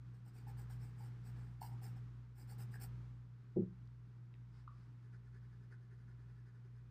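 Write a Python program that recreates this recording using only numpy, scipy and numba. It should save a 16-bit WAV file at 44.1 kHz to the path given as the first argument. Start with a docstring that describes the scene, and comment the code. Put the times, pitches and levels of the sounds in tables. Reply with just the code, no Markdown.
"""At a table in a small room, a graphite pencil shades and hatches on a sheet of sketch paper.
Firm strokes with the side of the lead hiss as dense fibre clicks, filtered by lead and sheet; the landing lead
makes hollow taps. The hand bumps the table and its modes ring, the shaft ticks, skin brushes the paper, then the
point hatches faintly to and fro. Beneath lie a mains hum, two beating fans and moving air; a noise suppressor
lets everything through while there is enough treble and turns it down in the pauses."""
import sys
import numpy as np
from scipy import signal
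from scipy.fft import rfft, irfft
from scipy.io import wavfile
from scipy.ndimage import uniform_filter1d, minimum_filter1d
from numba import njit

SR = 44100
rng = np.random.default_rng(int(sys.argv[2]) if len(sys.argv) > 2 else 0)


def put_to_file(sound):
    """Save the sound as 16-bit audio at rate SR, in the file named by the first command-line argument."""
    columns = np.atleast_2d(sound).T  # one column per channel
    safe = np.clip(columns, -1, 1)
    whole_steps = np.round(safe * 32767)
    wavfile.write(sys.argv[1], SR, whole_steps.astype(np.int16))


N = 304290
TIME = np.arange(N) / SR


def undb(db):
    """Logarithmic level: decibels to amplitude gain."""
    return 10 ** (np.asarray(db) / 20)


def unit(x):
    """Normalisation: scale to rms 1."""
    return x / np.sqrt(np.mean(x ** 2))


def colour(x, points):
    """Spectral shaping: filter by (Hz, dB) points, falling steeply below the first."""
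    hz, db = np.transpose(points)
    f = np.maximum(np.fft.rfftfreq(N, 1 / SR), 1)
    below = np.minimum(f / hz[0], 1) ** 3
    gain = below * undb(np.interp(np.log(f), np.log(hz), db))
    return irfft(rfft(x) * gain, N)


def treble_above_10k(x, run_filter):
    """High-pass filtering: keep the treble above 10.5 kHz."""
    return run_filter(signal.butter(4, 10500, "high", fs=SR, output="sos"), x)


def resonate(x, hz, width_hz):
    """Resonance: a band-pass peak applied twice, for steep skirts."""
    b, a = signal.iirpeak(hz, hz / width_hz, fs=SR)
    return signal.lfilter(b, a, signal.lfilter(b, a, x))


def walk(rate):
    """Random modulation: levels held for 1 / rate s and smoothed twice, with rms 1."""
    k = int(SR / rate)
    held = np.repeat(rng.standard_normal(N // k + 1), k)
    smooth = uniform_filter1d(uniform_filter1d(held, k), k)
    return unit(smooth[:N])


def add(track, s, sound):
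    """Superposition: mix a short sound in at a time in seconds."""
    i = int(s * SR)
    track[i:i + len(sound)] += sound[:N - i]


def room(x, wet_db, t60, gap_s):
    """Reverberation: direct sound, then after a gap a dense exponential decay from the walls."""
    t = TIME[:SR // 2]
    fade_in = np.clip(t / gap_s - 1, 0, 1)
    tail = rng.standard_normal(len(t)) * undb(-60 * t / t60) * fade_in
    return x + undb(wet_db) * signal.fftconvolve(x, tail / np.linalg.norm(tail))[:N]


MAINS_HZ, FAN_HZ, FANS_IN_STEP_S = 120.04, (57.9, 59.17), .68
# Spectrum of the moving air. Each row: frequency in Hz, relative density in dB per Hz.
AIR_SPECTRUM = [(30, -9), (42, -19), (80, -13), (125, 0), (175, -4), (230, -10.5), (300, -14.5), (420, -20),
                (620, -31), (950, -25), (1450, -25.5), (2800, -36.5), (5200, -41.5), (12000, -56.5)]


def background(hum_db=-48.5, waver_db=0.74, fan_db=-61, second_fan_db=-66, third_db=-72, air_db=-60.0):
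    """Beating: two fan tones drift in and out of phase, beside a wavering mains hum and broadband air noise."""
    def tone(hz):
        return np.sqrt(2) * np.sin(2 * np.pi * hz * (TIME - FANS_IN_STEP_S))
    hum = undb(hum_db + waver_db * walk(18)) * tone(MAINS_HZ)
    fans = undb(fan_db) * tone(FAN_HZ[0]) + undb(second_fan_db) * tone(FAN_HZ[1])
    # third harmonic of the second fan, unsteady in level
    fans += undb(third_db + 3.3 * walk(5.9)) * tone(3 * FAN_HZ[1])
    air = undb(air_db + 0.5 * walk(7.4)) * unit(colour(rng.standard_normal(N), AIR_SPECTRUM))
    return hum + fans + air


TOUCH_S = .003  # time from first touch to full contact


def speed(moves, ahead=3):
    """Hand kinematics: lopsided bells of speed, heard from contact at `ahead` rise times before the peak."""
    power = np.zeros(N)
    for s, rise, fall, db in moves:
        near = slice(max(int((s - 3 * rise) * SR), 0), int((s + 3 * fall) * SR))
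        t = TIME[near] - s
        contact = np.clip((t + ahead * rise) / TOUCH_S + 1, 0, 1)
        bell = np.exp(-(t / np.where(t < 0, rise, fall)) ** 2)
        power[near] += (contact * undb(db) * bell) ** 2
    return np.sqrt(power)


def tooth(rate, spread_db, patchy_db):
    """Impulsive friction: the lead snaps over fibres in uneven clicks, in rougher and smoother patches."""
    hit = rng.random(N) < rate / SR  # rate in clicks per second
    size = rng.standard_normal(N) * undb(spread_db * np.minimum(rng.exponential(size=N), 5))
    return hit * size * undb(patchy_db * walk(220))


def chatter(rate, length_s, low_hz=4300, high_hz=15000):
    """Stick-slip: the lead catches and sings a few milliseconds, each time at another pitch."""
    out, t = np.zeros(N), TIME[:SR // 30] - 1 / 60
    for when, pitch, size in rng.random((int(rate * N / SR), 3)):
        hz = low_hz * (high_hz / low_hz) ** pitch
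        song = np.exp(-(t / length_s) ** 2) * np.cos(2 * np.pi * hz * t)
        add(out, when * TIME[-1], size * song)
    return unit(out)


def near_echoes(x, echo_db, lag_s, count=3):
    """Comb filtering: short reflections with randomly wandering lags notch the treble."""
    out = x
    for _ in range(count):
        lag = lag_s * SR * rng.uniform(.5, 2.0) * np.exp(.15 * walk(8.1))
        source = np.maximum(np.arange(N) - lag.astype(int), 0)
        out = out + undb(echo_db) * x[source]
    return out


# the lead meets the paper already moving: contact comes this many rise times before the highest speed
TOUCH_AHEAD = 1.25


def rub(strokes, fibres, lead, body, hiss_db, ring_db, chatter_db, ring_growth, sheen_growth):
    """Source and filter: fibre clicks hiss and excite resonances; growths are in dB per dB of force."""
    def drive(growth):
        moves = [(s, rise, fall, growth * db) for s, rise, fall, db in strokes]
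        return speed(moves, TOUCH_AHEAD)
    scrape = unit(fibres) + undb(chatter_db) * chatter(rate=850, length_s=0.0047)
    hiss = unit(colour(near_echoes(scrape, echo_db=-7.5, lag_s=0.0011), lead))
    sheen = treble_above_10k(hiss, signal.sosfiltfilt)
    ring = unit(sum(undb(db) * resonate(fibres, hz, 1.09 * width) for hz, width, db in body))
    rubbing = drive(1) * (hiss - sheen) + drive(sheen_growth) * sheen
    return undb(hiss_db) * rubbing + undb(ring_db) * drive(ring_growth) * ring


# Strokes with the flat of the lead. Each row: time of highest speed in seconds, speeding-up time in seconds,
# slowing-down time in seconds, force in dB.
SHADING_STROKES = [(0.151, 0.016, .036, -8), (0.274, 0.02, .026, -0.5), (0.368, 0.026, 0.048, -.5),
                   (0.491, .018, 0.023, 1), (0.596, .021, 0.035, 1.5), (0.707, 0.0094, .045, 1),
                   (0.831, .027, 0.061, -2.5), (1.025, 0.05, .055, -1), (1.276, 0.032, 0.03, 0.5),
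                   (1.40, 0.052, 0.14, -10), (1.618, 0.0079, .056, 11), (1.708, .022, 0.048, -9),
                   (1.836, 0.017, 0.054, 4.5), (1.966, .0074, 0.024, -8.5), (2.403, 0.039, 0.038, 5),
                   (2.512, 0.029, .03, 5), (2.614, 0.026, .027, 6.5), (2.754, 0.035, 0.016, 2.5),
                   (2.824, 0.02, .032, 10.5)]
# Colour of the lead held flat. Each row: frequency in Hz, relative level in dB.
FLAT_LEAD_COLOUR = [(2400, -2), (3800, -9.5), (4650, -1), (5250, 4), (6000, -12.5), (6800, -10.5),
                    (7400, -2), (8900, 0.5), (10100, -13), (11000, -14), (12200, -6), (12900, -9),
                    (13800, -2), (15400, -7.5)]
# Resonances of sheet and pencil in the flat grip. Each row: frequency in Hz, nominal width in Hz
# (before rub() scales it), relative level in dB.
FLAT_GRIP_RESONANCES = [(406, 130, 4), (790, 146, 7), (1476, 280, -4), (1674, 400, -1), (2030, 880, -8)]


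def shading():
    """Sliding friction: firm strokes with the side of the lead, whose top octave grows fastest with force."""
    fibres = tooth(rate=6000, spread_db=1, patchy_db=1.1)
    return rub(SHADING_STROKES, fibres, FLAT_LEAD_COLOUR, FLAT_GRIP_RESONANCES, hiss_db=-70.5, ring_db=-69,
               chatter_db=-8, ring_growth=0.46, sheen_growth=1.44)


# a tap of TAP_DB lasts TAP_CYCLES; one that is TAP_HALVING_DB harder lasts half as long
TAP_DB, TAP_CYCLES, TAP_HALVING_DB = -51, 2.98, 20.5
# first rebound interval in seconds, and the share of it kept at each further rebound
REBOUND_S, REBOUND_SHARE = 0.016, .7
# The lead lands or presses on the slightly lifted sheet; the last two rows are low knocks of the upright #
# pencil's body near 390 Hz. Each row: time in seconds, direct peak level in dB, pitch in Hz, level change at
# each # rebound in dB.
SHEET_TAPS = [(0.473, -54.5, 843, -2.5), (0.705, -63, 790, -10), (1.009, -55.5, 856, -4),
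              (1.619, -36.5, 844, -5), (1.824, -59.5, 790, -14), (2.524, -56, 825, -20),
              (2.743, -48.5, 1700, -5), (4.679, -38, 1195, -16), (5.727, -51, 1520, -14),
              (5.933, -61, 388, -10), (6.658, -60, 392, -12)]


def taps(count=3, detune=.04):
    """Air-spring resonance: the sheet on its air cushion gives a few hollow cycles, again at each rebound; the
    low rows near 390 Hz ring the upright pencil's body instead."""
    out, t = np.zeros(N), TIME[:SR // 10] - 1 / 20
    for s, db, hz, rebound_db in SHEET_TAPS:
        for k in range(count):
            length = TAP_CYCLES / hz * 2 ** ((TAP_DB - db) / TAP_HALVING_DB)
            note = np.exp(-(t / length) ** 2) * np.cos(2 * np.pi * hz * t)
            add(out, s - 1 / 20, undb(db) * note)
            # the next one is weaker, follows sooner and lies at a slightly different pitch
            s += REBOUND_S * REBOUND_SHARE ** k
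            db += rebound_db
            hz *= 1 + detune * rng.standard_normal()
    return room(out, wet_db=-6.5, t60=0.37, gap_s=0.003)


# The hand bumps the table. Each row: time in seconds, relative force in dB, contact time in seconds.
HAND_BUMPS = [(3.5593, -7, 0.0014), (3.5654, 4, 0.0015), (3.572, 1, 0.0024), (3.5906, 4, 0.0029),
              (3.601, -10.5, 0.0019), (3.6191, -7.5, 0.0017)]
# Modes of the table top. Each row: frequency in Hz, relative level in dB, 60 dB decay time in seconds.
TABLE_MODES = [(106.6, -13, 0.15), (121, -5, 0.056), (166.1, -17, 0.4), (185.5, -6.5, 0.25),
               (233, -6, 0.11), (255, -16.5, 0.18), (343, -0.5, 0.15), (376.4, 1.5, 0.076),
               (411, -12, 0.11), (450.7, -13, 0.13), (522, -13, 0.092), (602, -20.5, 0.12), (730, -27, 0.1),
               (810, -27, 0.2)]


def table_bump(level_db=-23):
    """Modal excitation: soft pushes ring the table top, and a longer contact sounds duller."""
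    force, t = np.zeros(N), TIME[:SR // 2]
    for s, db, contact in HAND_BUMPS:
        push = np.sin(np.pi * np.minimum(t / contact, 1)) ** 2
        add(force, s, undb(db) * push / push.sum())
    ring = np.zeros(len(t))
    for k, (hz, db, t60) in enumerate(TABLE_MODES):
        # neighbouring modes move the surface in opposite directions
        ring += (-1) ** k * undb(db - 60 * t / t60) * np.cos(2 * np.pi * hz * t)
    # the thud stays dull, with nothing above about 1.1 kHz, so that no click comes through
    low_pass = signal.butter(2, 1100, fs=SR, output="sos")
    thud = signal.sosfilt(low_pass, signal.fftconvolve(force, ring)[:N])
    return room(undb(level_db) * thud, wet_db=-17.5, t60=0.25, gap_s=0.011)


# The shaft ticks as the pencil is turned and set down. Each row: time in seconds, direct peak level in dB,
# pitch in Hz.
SHAFT_TICKS = [(3.855, -68, 4560), (3.874, -66, 3960), (4.340, -54, 2530), (4.352, -58.5, 1900),
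               (4.678, -65, 3070)]


def ticks(decay_s=0.0023, width_share=0.45):
    """Damped resonance: tiny noise bursts through a broad peak give dry clicks of the wooden shaft."""
    out, t = np.zeros(N), TIME[:SR // 50]
    for s, db, hz in SHAFT_TICKS:
        burst = rng.standard_normal(len(t)) * np.exp(-t / decay_s)
        click = resonate(burst, hz, width_share * hz)
        add(out, s, undb(db) * click / np.abs(click).max())
    return room(out, wet_db=-8.5, t60=.3, gap_s=0.0037)


# The hand slides over the sheet. Each row: time of highest speed in seconds, speeding-up time in seconds,
# slowing-down time in seconds, level in dB.
HAND_SLIDES = [(4.59, 0.075, 0.046, -69.5), (4.80, 0.1, 0.11, -74)]


def slides():
    """Friction noise: skin brushes the paper with a soft, even hiss that follows the hand's speed."""
    skin = [(700, 6.5), (1500, 11), (3000, -4), (4300, -1), (5100, 2.5), (6300, -10),
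            (9500, -12.5), (14000, -31)]  # (Hz, relative dB)
    return speed(HAND_SLIDES) * unit(colour(rng.standard_normal(N), skin))


PULL_RISE_S, PULL_FALL_S = 0.019, 0.029
# before each pull the point is pushed back up, lightly and evenly
PUSH_LEAD_S, PUSH_RISE_S, PUSH_FALL_S, PUSH_DB = 0.092, 0.028, 0.036, -3.5
# Pulls of the point. Each row: time of highest speed in seconds, force in dB.
HATCH_PULLS = [(5.144, 2.5), (5.354, 2), (5.533, -2.5), (5.724, 4.5), (5.926, -0.5), (6.098, .5),
               (6.301, -2), (6.474, 0.2), (6.655, -5.5), (6.864, -14)]
# Colour of the lead held upright. Each row: frequency in Hz, relative level in dB.
UPRIGHT_LEAD_COLOUR = [(2400, -5), (4200, -2), (5050, 5.5), (5600, -4.5), (6300, -1.5), (7300, -8),
                       (9300, -8), (10300, -8.5), (12000, -24), (15000, -30)]
# Resonances of sheet and pencil in the upright grip. Each row: frequency in Hz, nominal width in Hz
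# (before rub() scales it), relative level in dB.
UPRIGHT_GRIP_RESONANCES = [(393, 55, 5.5), (1036, 300, -13), (1517, 280, -1.5), (1702, 140, -1),
                           (1880, 170, -10.5)]


def hatching():
    """Sliding friction: the point goes lightly to and fro over denser fibre clicks."""
    pulls = [(s, PULL_RISE_S, PULL_FALL_S, db) for s, db in HATCH_PULLS]
    pushes = [(s - PUSH_LEAD_S, PUSH_RISE_S, PUSH_FALL_S, PUSH_DB) for s, _ in HATCH_PULLS]
    fibres = tooth(rate=12000, spread_db=1.3, patchy_db=1.0)
    return rub(pulls + pushes, fibres, UPRIGHT_LEAD_COLOUR, UPRIGHT_GRIP_RESONANCES, hiss_db=-80.5,
               ring_db=-65.5, chatter_db=-13, ring_growth=1.5, sheen_growth=0.93)


@njit
def slew(x, up, down):
    """Slew limiting: follow a control by limited steps up and down."""
    out, y = np.empty(len(x)), 0.
    for i in range(len(x)):
        y += min(max(x[i] - y, -down), up)
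        out[i] = y
    return out


# treble level at which the suppressor starts to open, range to fully open, and gain when shut
OPEN_DB, KNEE_DB, SHUT_DB = -84, 7, -7
LISTEN_S, OPEN_S, HOLD_S, CLOSE_S = 0.019, 0.23, 0.068, 0.37


def suppressor(x):
    """Downward expansion: gain opens on enough recent treble, holds a moment, then sinks back."""
    treble = treble_above_10k(x, signal.sosfilt)
    listen, hold = int(LISTEN_S * SR), int(HOLD_S * SR)
    # the origins make both windows look back only
    power = uniform_filter1d(treble ** 2, listen, origin=(listen - 1) // 2)
    treble_db = 10 * np.log10(np.abs(power) + 1e-18)
    wanted = np.clip((treble_db - OPEN_DB) / KNEE_DB, 0, 1)
    held = -minimum_filter1d(-wanted, hold, origin=(hold - 1) // 2, mode="nearest")
    opening = slew(held, 1 / (OPEN_S * SR), 1 / (CLOSE_S * SR))
    return undb(SHUT_DB * (1 - opening))


def scene():
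    """Superposition: all sources add at one close microphone."""
    pencil = room(shading() + hatching(), wet_db=-14.5, t60=0.059, gap_s=0.008)
    return (background() + pencil + taps() + table_bump() + ticks() + slides())[None]


TOP_HZ = 15450


def record(dry):
    """Gating and band limiting: the recorder turns the pauses down and cuts the top steeply."""
    gated = dry * suppressor(dry[0])
    return signal.sosfilt(signal.ellip(10, .2, 70, TOP_HZ, fs=SR, output="sos"), gated)


dry = scene()
out = record(dry)
put_to_file(out)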